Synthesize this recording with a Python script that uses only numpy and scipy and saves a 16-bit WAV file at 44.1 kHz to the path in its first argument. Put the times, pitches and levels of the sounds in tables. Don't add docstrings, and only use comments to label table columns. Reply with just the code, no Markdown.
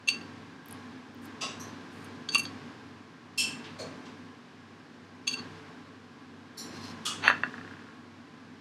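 import sys
import numpy as np
from scipy import signal
from scipy.fft import rfft, irfft, next_fast_len
from scipy.io import wavfile
from scipy.ndimage import map_coordinates

SR = 44100
rng = np.random.default_rng(int(sys.argv[2]) if len(sys.argv) > 2 else 0)


def file_out(sig):
    cols = np.atleast_2d(sig).T
    lim = np.clip(cols, -1, 1)
    pcm = np.round(lim * 32767).astype(np.int16)
    wavfile.write(sys.argv[1], SR, pcm)


N = 379348

# [f/Hz, level/dB, t60/s]
BOWL_MODES = [(1146, -26.5, 0.061), (1568, -23.5, 0.018), (2350, -14.5, 0.069), (2706, 6, 0.043),
              (2790, -7.5, 0.096), (3350, -5, 0.021), (3850, -14.5, 0.033), (4473, -4.5, 0.08),
              (4550, -7, 0.16), (4780, -11, 0.053), (6210, -14, 0.085), (6510, -3.5, 0.034),
              (6890, -19, 0.028), (8130, -19, 0.11), (8730, -17.5, 0.045), (9490, -25.5, .07),
              (10150, -28, 0.046), (10930, -26, 0.08), (11150, -24, 0.061), (11700, -27, .05),
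              (14000, -41, 0.072)]
# [t/s, peak level/dB, brightness/dB per octave, belly mode's extra/dB, rim modes' extra/dB]
SPOON_TAPS = [(0.0862, -7, -2, 0, -2.5), (.098, -24, -3, -5, -4), (0.211, -39, -10, 2, -13),
              (2.044, -45.5, 20, 0, 0), (2.2882, -19, -11, -18, -30), (2.3466, -12, 0.5, 5, -4),
              (2.3535, -12, -9.5, 14, 6.5), (2.381, -21, 14.5, 0, 11), (2.433, -36.5, 14, 0, 0),
              (2.4528, -27, -14.5, -26, -28), (5.277, -12, 0, 6, -4)]
# [t/s, length/s, rms level/dB, brightness/dB per octave, rim modes' extra/dB]
SPOON_SKIDS = [(.072, .014, -23, 0, 0.5), (0.129, 0.017, -40, 2, 7), (2.314, 0.025, -36, 0.5, -9),
               (2.389, .007, -28, 7.5, 5), (5.268, .014, -24.5, -2, -6), (5.305, 0.038, -33.5, -4, -7.5),
               (5.369, 0.03, -43, -11.5, -18)]
SKID_SLIPS_PER_S = 2300
RIM_HZ = 2720

# [f/Hz, level/dB, t60/s]
FOOT_MODES = [(430, -31, 0.022), (640, -13.5, 0.014), (830, -15, 0.0084), (970, -16.5, 0.039),
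              (1236, -7.5, 0.022), (1423, -10, 0.064), (1650, 1, 0.019), (1890, -1.5, 0.014),
              (2707, -7.5, 0.048), (3600, -16, 0.019), (4490, -20.5, 0.078), (6060, -40, 0.046),
              (9400, -34.5, 0.057), (11750, -41, .04)]
# [t/s, level/dB, treble/dB per octave]
LANDING_KNOCKS = [(7.2785, -2.5, -1), (7.2999, -7.5, -13), (7.3102, -14, -20), (7.4344, -12, -8),
                  (7.54, -27.5, -21)]
# (t/s, length/s, level/dB)
FOOT_SLIDE = (7.241, 0.063, -28)
# [f/Hz, density level/dB]
GRATE_SPECTRUM = [(120, -49), (200, -18), (833, -3), (1380, -2), (2290, -4.5), (2700, -2.5), (4010, -13),
                  (4470, -7.5), (5070, -43), (6300, -14.5), (7280, -46), (9720, -37), (15000, -64.5)]
ROCK_START_S, ROCK_GAP_S, ROCK_QUICKENS_S = 7.5798, .0346, 0.0013
ROCK_LIMP = 0.1003
ROCK_DB, ROCK_LOSS_DB, ROCK_TREBLE_DB = -32, 0.6, -14

# [t/s, level/dB, centre f/Hz]
MEAT_SNAPS = [(.6589, -39, 11700), (0.685, -38, 13800), (0.71, -34.5, 10500), (.7262, -34, 10500),
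              (1.1473, -51, 14400), (1.2214, -51, 13000), (1.256, -41, 12500)]
# [t/s, length/s, level/dB]
FLAKE_RUSTLES = [(.66, 0.048, -66), (1.239, 0.021, -60), (1.924, .11, -68.5)]
# [f/Hz, density level/dB]
RUSTLE_SPECTRUM = [(3000, -24), (7000, 4), (9500, 4), (12000, -3), (14500, -4.5), (16000, -18.5)]

# [f/Hz, width/Hz, level/dB]
PLATE = [(1080, 37, -2.5), (1290, 16, 0.5), (1900, 83, -15.5), (2740, 110, -.5), (3500, 72, -7),
         (3740, 62, -6), (3830, 53, -6), (4770, 86, -3.5), (5530, 16, -7), (5670, 16, -32), (6080, 270, -9),
         (6370, 36, -24), (6800, 100, -13), (7320, 46, -20), (7840, 69, -12), (7630, 25, -15),
         (9560, 75, -22), (11200, 76, -31)]
# [f/Hz, width/Hz, level/dB]
TUMBLER = [(4100, 44, -1), (5660, 110, 0), (6180, 140, 2), (7200, 310, -21), (8400, 75, -14),
           (10300, 61, -26), (11500, 170, -11), (12300, 110, -19)]
# [f/Hz, width/Hz, level/dB]
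LID = [(2673, 48, 2), (3180, 140, -7), (4090, 180, -17.5), (4390, 150, -11), (5340, 190, -6.5),
       (5700, 47, -16), (6760, 61, -20), (7300, 91, -9), (8100, 270, -16.5), (8630, 90, -11),
       (10200, 220, -22.5), (10500, 27, -25.5), (11600, 47, -18), (12400, 44, -39), (13300, 150, -40.5),
       (13900, 100, -39.5)]
# [f/Hz, width/Hz, level/dB]
POT = [(483, 87, 4), (650, 75, 4), (1154, 26, -4), (2320, 120, -7), (4310, 97, 0.5), (4800, 22, -13),
       (6000, 110, -13), (6290, 77, -13), (6830, 150, -12.5), (8700, 69, -14.5)]
# [f/Hz, width/Hz, level/dB]
FORK = [(4060, 150, -7.5), (4440, 69, -6), (5260, 68, -5), (5770, 76, -4), (7060, 65, -13),
        (7300, 110, -10.5), (8350, 38, -41), (9350, 96, -15.5), (10500, 110, -12), (11800, 95, -15),
        (12500, 79, -18), (13600, 150, -22)]
# [f/Hz, width/Hz, level/dB]
CUTLERY = [(1250, 110, -3), (2570, 46, -5), (2900, 120, -1.5), (3350, 90, 1), (3570, 58, -2),
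           (4500, 120, -13), (5550, 210, -25.5), (6150, 69, -12), (6740, 89, -11), (7230, 66, -19.5),
           (7200, 100, -12.5), (8070, 150, -10), (9200, 220, -16), (13000, 42, -26)]
# [t/s, ring level/dB, clatter level/dB, clatter centre f/Hz, resonances of what rings]
FAR_CLINKS = [(1.408, -33, -41.5, 3760, PLATE), (1.414, -58, -44, 655, POT),
              (1.596, -48, -58.5, 6240, TUMBLER), (3.375, -23, -34.5, 6660, LID),
              (3.637, -66, -48.5, 2600, PLATE), (3.786, -39.5, -52, 4500, POT),
              (4.05, -58.5, -55, 3000, PLATE), (6.571, -38.5, -51, 6130, FORK),
              (7.051, -33, -35, 5000, CUTLERY)]
# (t/s, length/s, level/dB)
CUTLERY_DRAG = (6.73, .16, -50.5)
# [f/Hz, width/Hz, level/dB]
DRAG_RESONANCES = [(4170, 110, -2), (5000, 210, -8), (5400, 42, -1), (5880, 45, -2), (6420, 68, -8),
                   (7210, 190, -14), (10300, 51, -18), (11600, 98, -20)]
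# [f/Hz, density level/dB]
DRAG_FRICTION = [(300, -35), (2500, 3.5), (4500, 2), (7000, -4), (12000, -14), (15000, -28)]

# [f/Hz, density level/dB]
RUSH_SPECTRUM = [(18, -83), (30, -38), (64, -22), (86, -16), (174, -5), (199, -11), (239, -1.5),
                 (345, -8.5), (394, -9), (437, -10.5), (616, -17), (760, -13.5), (1630, -16.5), (5040, -27),
                 (10000, -45), (16000, -61.5)]
# [f/Hz, width/Hz, boost/dB]
DUCT_RESONANCES = [(246.7, 61, 5.5), (1122, 56, 4.5), (1645, 180, 4.5)]
# [f/Hz, level/dB]
FAN_TONES = [(119, -62), (146, -61.5), (165, -61), (222, -56.5), (240, -60), (259, -60), (286, -57.5),
             (336, -67), (440, -58), (1021, -59), (1097, -60.5), (1586, -61)]
# [f/Hz, t60/s]
ROOM_DECAY = [(200, 0.71), (1500, 0.43), (4000, 0.34), (8000, 0.34), (15000, 0.18)]
TOP_HZ = 15850


def spoon():
    out = np.zeros(N)
    for s, db, bright, belly_db, rim_db in SPOON_TAPS:
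        tap = strike(BOWL_MODES, bowl_colour(bright, belly_db, rim_db), crack_db=-17.5, crack_t60=0.081,
                     scatter_db=1.0, detune=0.0057, contact=0.00038)
        add(out, s, amp(db) * in_room(tap, wet_db=-12.0))
    t = np.arange(SR // 10) / SR
    for s, length, db, bright, rim_db in SPOON_SKIDS:
        slip = strike(BOWL_MODES, bowl_colour(bright, 0, rim_db), crack_db=-19, crack_t60=0.06,
                      scatter_db=0.0, detune=0.0059, contact=0.00071)
        slip_times = rng.random(len(t)) < SKID_SLIPS_PER_S / SR
        envelope = (t < length) * (t / length) ** 0.17
        skid = signal.fftconvolve(slip_times * rng.standard_normal(len(t)) * envelope, slip)
        loudness = np.std(skid[:len(t)][t < length + .005]) + 1e-12
        add(out, s, amp(db) * in_room(skid / loudness, wet_db=-13.5))
    return out


def bowl_colour(bright_db, belly_db, rim_db, rim_width_hz=450):
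    hz = np.transpose(BOWL_MODES)[0]
    tilt = bright_db * np.log2(hz / hz[0])
    belly = belly_db * (hz == hz[0])
    rim = rim_db * (np.abs(hz - RIM_HZ) < rim_width_hz)
    return tilt + belly + rim


def set_down(knee_hz=1800):
    grating = stroke(*FOOT_SLIDE, attack=0.061, release=0.05) * grains(GRATE_SPECTRUM, rate=8000)
    out = in_room(grating, wet_db=-8.5)[:N]
    octaves = np.maximum(np.log2(np.transpose(FOOT_MODES)[0] / knee_hz), 0)
    for s, db, treble in LANDING_KNOCKS + rocking():
        knock = strike(FOOT_MODES, treble * octaves, crack_db=-26, crack_t60=0.018,
                       scatter_db=1.0, detune=0.0203, contact=.00025)
        add(out, s, amp(db) * in_room(knock, wet_db=-9.5))
    return out


def rocking(count=14):
    k = np.arange(count)
    gaps = (ROCK_GAP_S - ROCK_QUICKENS_S * k) * (1 - ROCK_LIMP * (-1) ** k)
    times = ROCK_START_S + np.cumsum(gaps) - gaps
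    return [(s, db, ROCK_TREBLE_DB) for s, db in zip(times, ROCK_DB - ROCK_LOSS_DB * k)]


def handling(snap_t60=0.0082, snap_width_hz=1900):
    movement = sum(stroke(*row, attack=0.097, release=0.083) for row in FLAKE_RUSTLES)
    out = movement * grains(RUSTLE_SPECTRUM, rate=4000)
    t = np.arange(SR // 20) / SR
    for s, db, hz in MEAT_SNAPS:
        band = lambda f: np.exp(-((f - hz) / snap_width_hz) ** 2)
        film = unit(filtered(rng.standard_normal(len(t)), band))
        add(out, s, amp(db) * in_room(film * amp(-60 * t / snap_t60), wet_db=-17))
    return out


def far_dishes(clatter_octaves=0.92, low_cut_hz=300):
    ringing = unit(filtered(grains(DRAG_FRICTION, rate=7700), lambda f: resonances(DRAG_RESONANCES, f)))
    friction = ringing + amp(-4) * grains(DRAG_FRICTION, rate=7600)
    pressure = amp(3.2 * wobble(35))
    out = stroke(*CUTLERY_DRAG, attack=0.1, release=.3) * unit(friction * pressure)
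    low_cut = lambda f: f ** 2 / (f ** 2 + low_cut_hz ** 2)
    for s, ring_db, clatter_db, centre_hz, dish in FAR_CLINKS:
        body = lambda f: resonances(dish, f)
        band = lambda f: np.exp(-(np.log2((f + 1) / centre_hz) / clatter_octaves) ** 2)
        for db, response in ((ring_db, body), (clatter_db, band)):
            sound = filtered(room_tail(build=0.0062), lambda f: response(f) * low_cut(f))
            add(out, s, amp(db) * sound / np.std(sound[:SR // 20]))
    return out


def resonances(dish, f):
    return sum((-1) ** k * amp(db) * 1j * f * width / (centre ** 2 - f ** 2 + 1j * f * width)
               for k, (centre, width, db) in enumerate(dish))


def fan(rush_db=-44.0, hum_db=-54, mains_share=0.6):
    t = np.arange(N) / SR
    mains_hz, beat_hz, null_s = 100, 2.32, .15
    duct_db = lambda f: sum(db / (1 + (2 * (f - hz) / width) ** 2) for hz, width, db in DUCT_RESONANCES)
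    rush = unit(filtered(rng.standard_normal(N), lambda f: amp(along(RUSH_SPECTRUM, f) + duct_db(f))))
    motor = np.sin(2 * np.pi * (mains_hz - beat_hz) * (t - null_s))
    mains = np.sin(2 * np.pi * mains_hz * (t - null_s))
    whine = sum(amp(db + 2.7 * wobble(9.3)) * np.sin(2 * np.pi * hz * t + 0.7 * wobble(7))
                for hz, db in FAN_TONES)
    return amp(rush_db) * rush + amp(hum_db) * (motor - mains_share * mains) + whine


def strike(modes, colour_db, crack_db, crack_t60, scatter_db, detune, contact):
    hz, db, t60 = np.transpose(modes)[:, :, None]
    t = np.arange(SR // 3) / SR
    level = db + colour_db[:, None] + scatter_db * rng.standard_normal(hz.shape)
    sign = (-1) ** np.arange(len(hz))[:, None]
    loaded = hz * (1 + detune * rng.standard_normal(hz.shape))
    ring = np.sum(sign * amp(level - 60 * t / t60) * np.sin(2 * np.pi * loaded * t), axis=0)
    colour = lambda f: amp(along(np.hstack([hz, level]), f)) * np.minimum(f / hz[0], 1) ** 2
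    crack = unit(filtered(rng.standard_normal(len(t)), colour)) * amp(crack_db - 60 * t / crack_t60)
    onset = 1 - np.exp(-(t / contact) ** 2)
    return (ring / np.abs(ring).max() + crack) * onset


def grains(spectrum, rate):
    slips = (rng.random(N) < rate / SR) * rng.standard_normal(N)
    return unit(filtered(slips, lambda hz: amp(along(spectrum, hz))))


def stroke(s, length, db, attack, release):
    t = np.arange(N) / SR
    rise = 60 * np.maximum((s - t) / attack, 0)
    fall = 60 * np.maximum((t - s - length) / release, 0)
    return amp(db - rise - fall)


def in_room(sound, wet_db, near_t60=0.83):
    tail = room_tail(build=0.0037)
    near_tail = tail * amp(-60 * np.arange(len(tail)) / SR / near_t60)
    out = amp(wet_db) * signal.fftconvolve(sound, near_tail)
    return out + np.pad(sound, (0, len(out) - len(sound)))


def room_tail(build):
    hz, t, z = signal.stft(rng.standard_normal(SR // 2), SR, nperseg=256)
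    decay = amp(-60 * t / along(ROOM_DECAY, hz)[:, None])
    tail = signal.istft(z * decay, SR, nperseg=256)[1]
    tail = tail * (1 - np.exp(-np.arange(len(tail)) / SR / build))
    return tail / np.linalg.norm(tail)


def amp(db):
    return 10 ** (np.asarray(db) / 20)


def unit(x):
    return x / np.sqrt(np.mean(x ** 2) + 1e-20)


def along(points, hz):
    f, value = np.transpose(points)
    return np.interp(np.log(hz + 1), np.log(f + 1), value)


def wobble(rate):
    knots = rng.standard_normal(int(N * rate / SR) + 4)
    return map_coordinates(knots, [np.arange(N) * rate / SR])


def filtered(x, response):
    m = next_fast_len(len(x) + SR // 4)
    return irfft(rfft(x, m) * response(np.fft.rfftfreq(m, 1 / SR)), m)[:len(x)]


def add(track, s, sound):
    part = track[round(s * SR):][:len(sound)]
    part += sound[:len(part)]


def suppressor(x, depth_db=7.5, threshold_db=3.5, knee_db=5, attack_s=0.058, release_s=0.61, size=512):
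    hz, times, z = signal.stft(x, SR, nperseg=size)
    power = np.abs(z[hz < TOP_HZ]) ** 2
    steady = np.median(power, axis=1, keepdims=True)
    excess_db = 10 * np.log10(np.mean(power / steady, axis=0) + 1e-12)
    step, opened = times[1], [0]
    for heard in np.clip((excess_db[1:] - threshold_db) / knee_db, 0, 1):
        change = heard * (1 - opened[-1]) * step / attack_s - (1 - heard) * step / release_s
        opened.append(min(max(opened[-1] + change, 0), 1))
    return x * amp(depth_db * (np.interp(np.arange(N) / SR, times, opened) - 1))


def scene():
    return (spoon() + set_down() + handling() + far_dishes() + fan())[None]


def record(dry, bass_hz=62, treble_hz=14600):
    bass_cut = lambda hz: hz ** 2 / np.sqrt(hz ** 4 + bass_hz ** 4)
    treble_cut = lambda hz: 1 / np.sqrt(1 + (hz / treble_hz) ** 16)
    return filtered(suppressor(dry[0]), lambda hz: bass_cut(hz) * treble_cut(hz) * (hz < TOP_HZ))[None]


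dry = scene()
out = record(dry)
file_out(out)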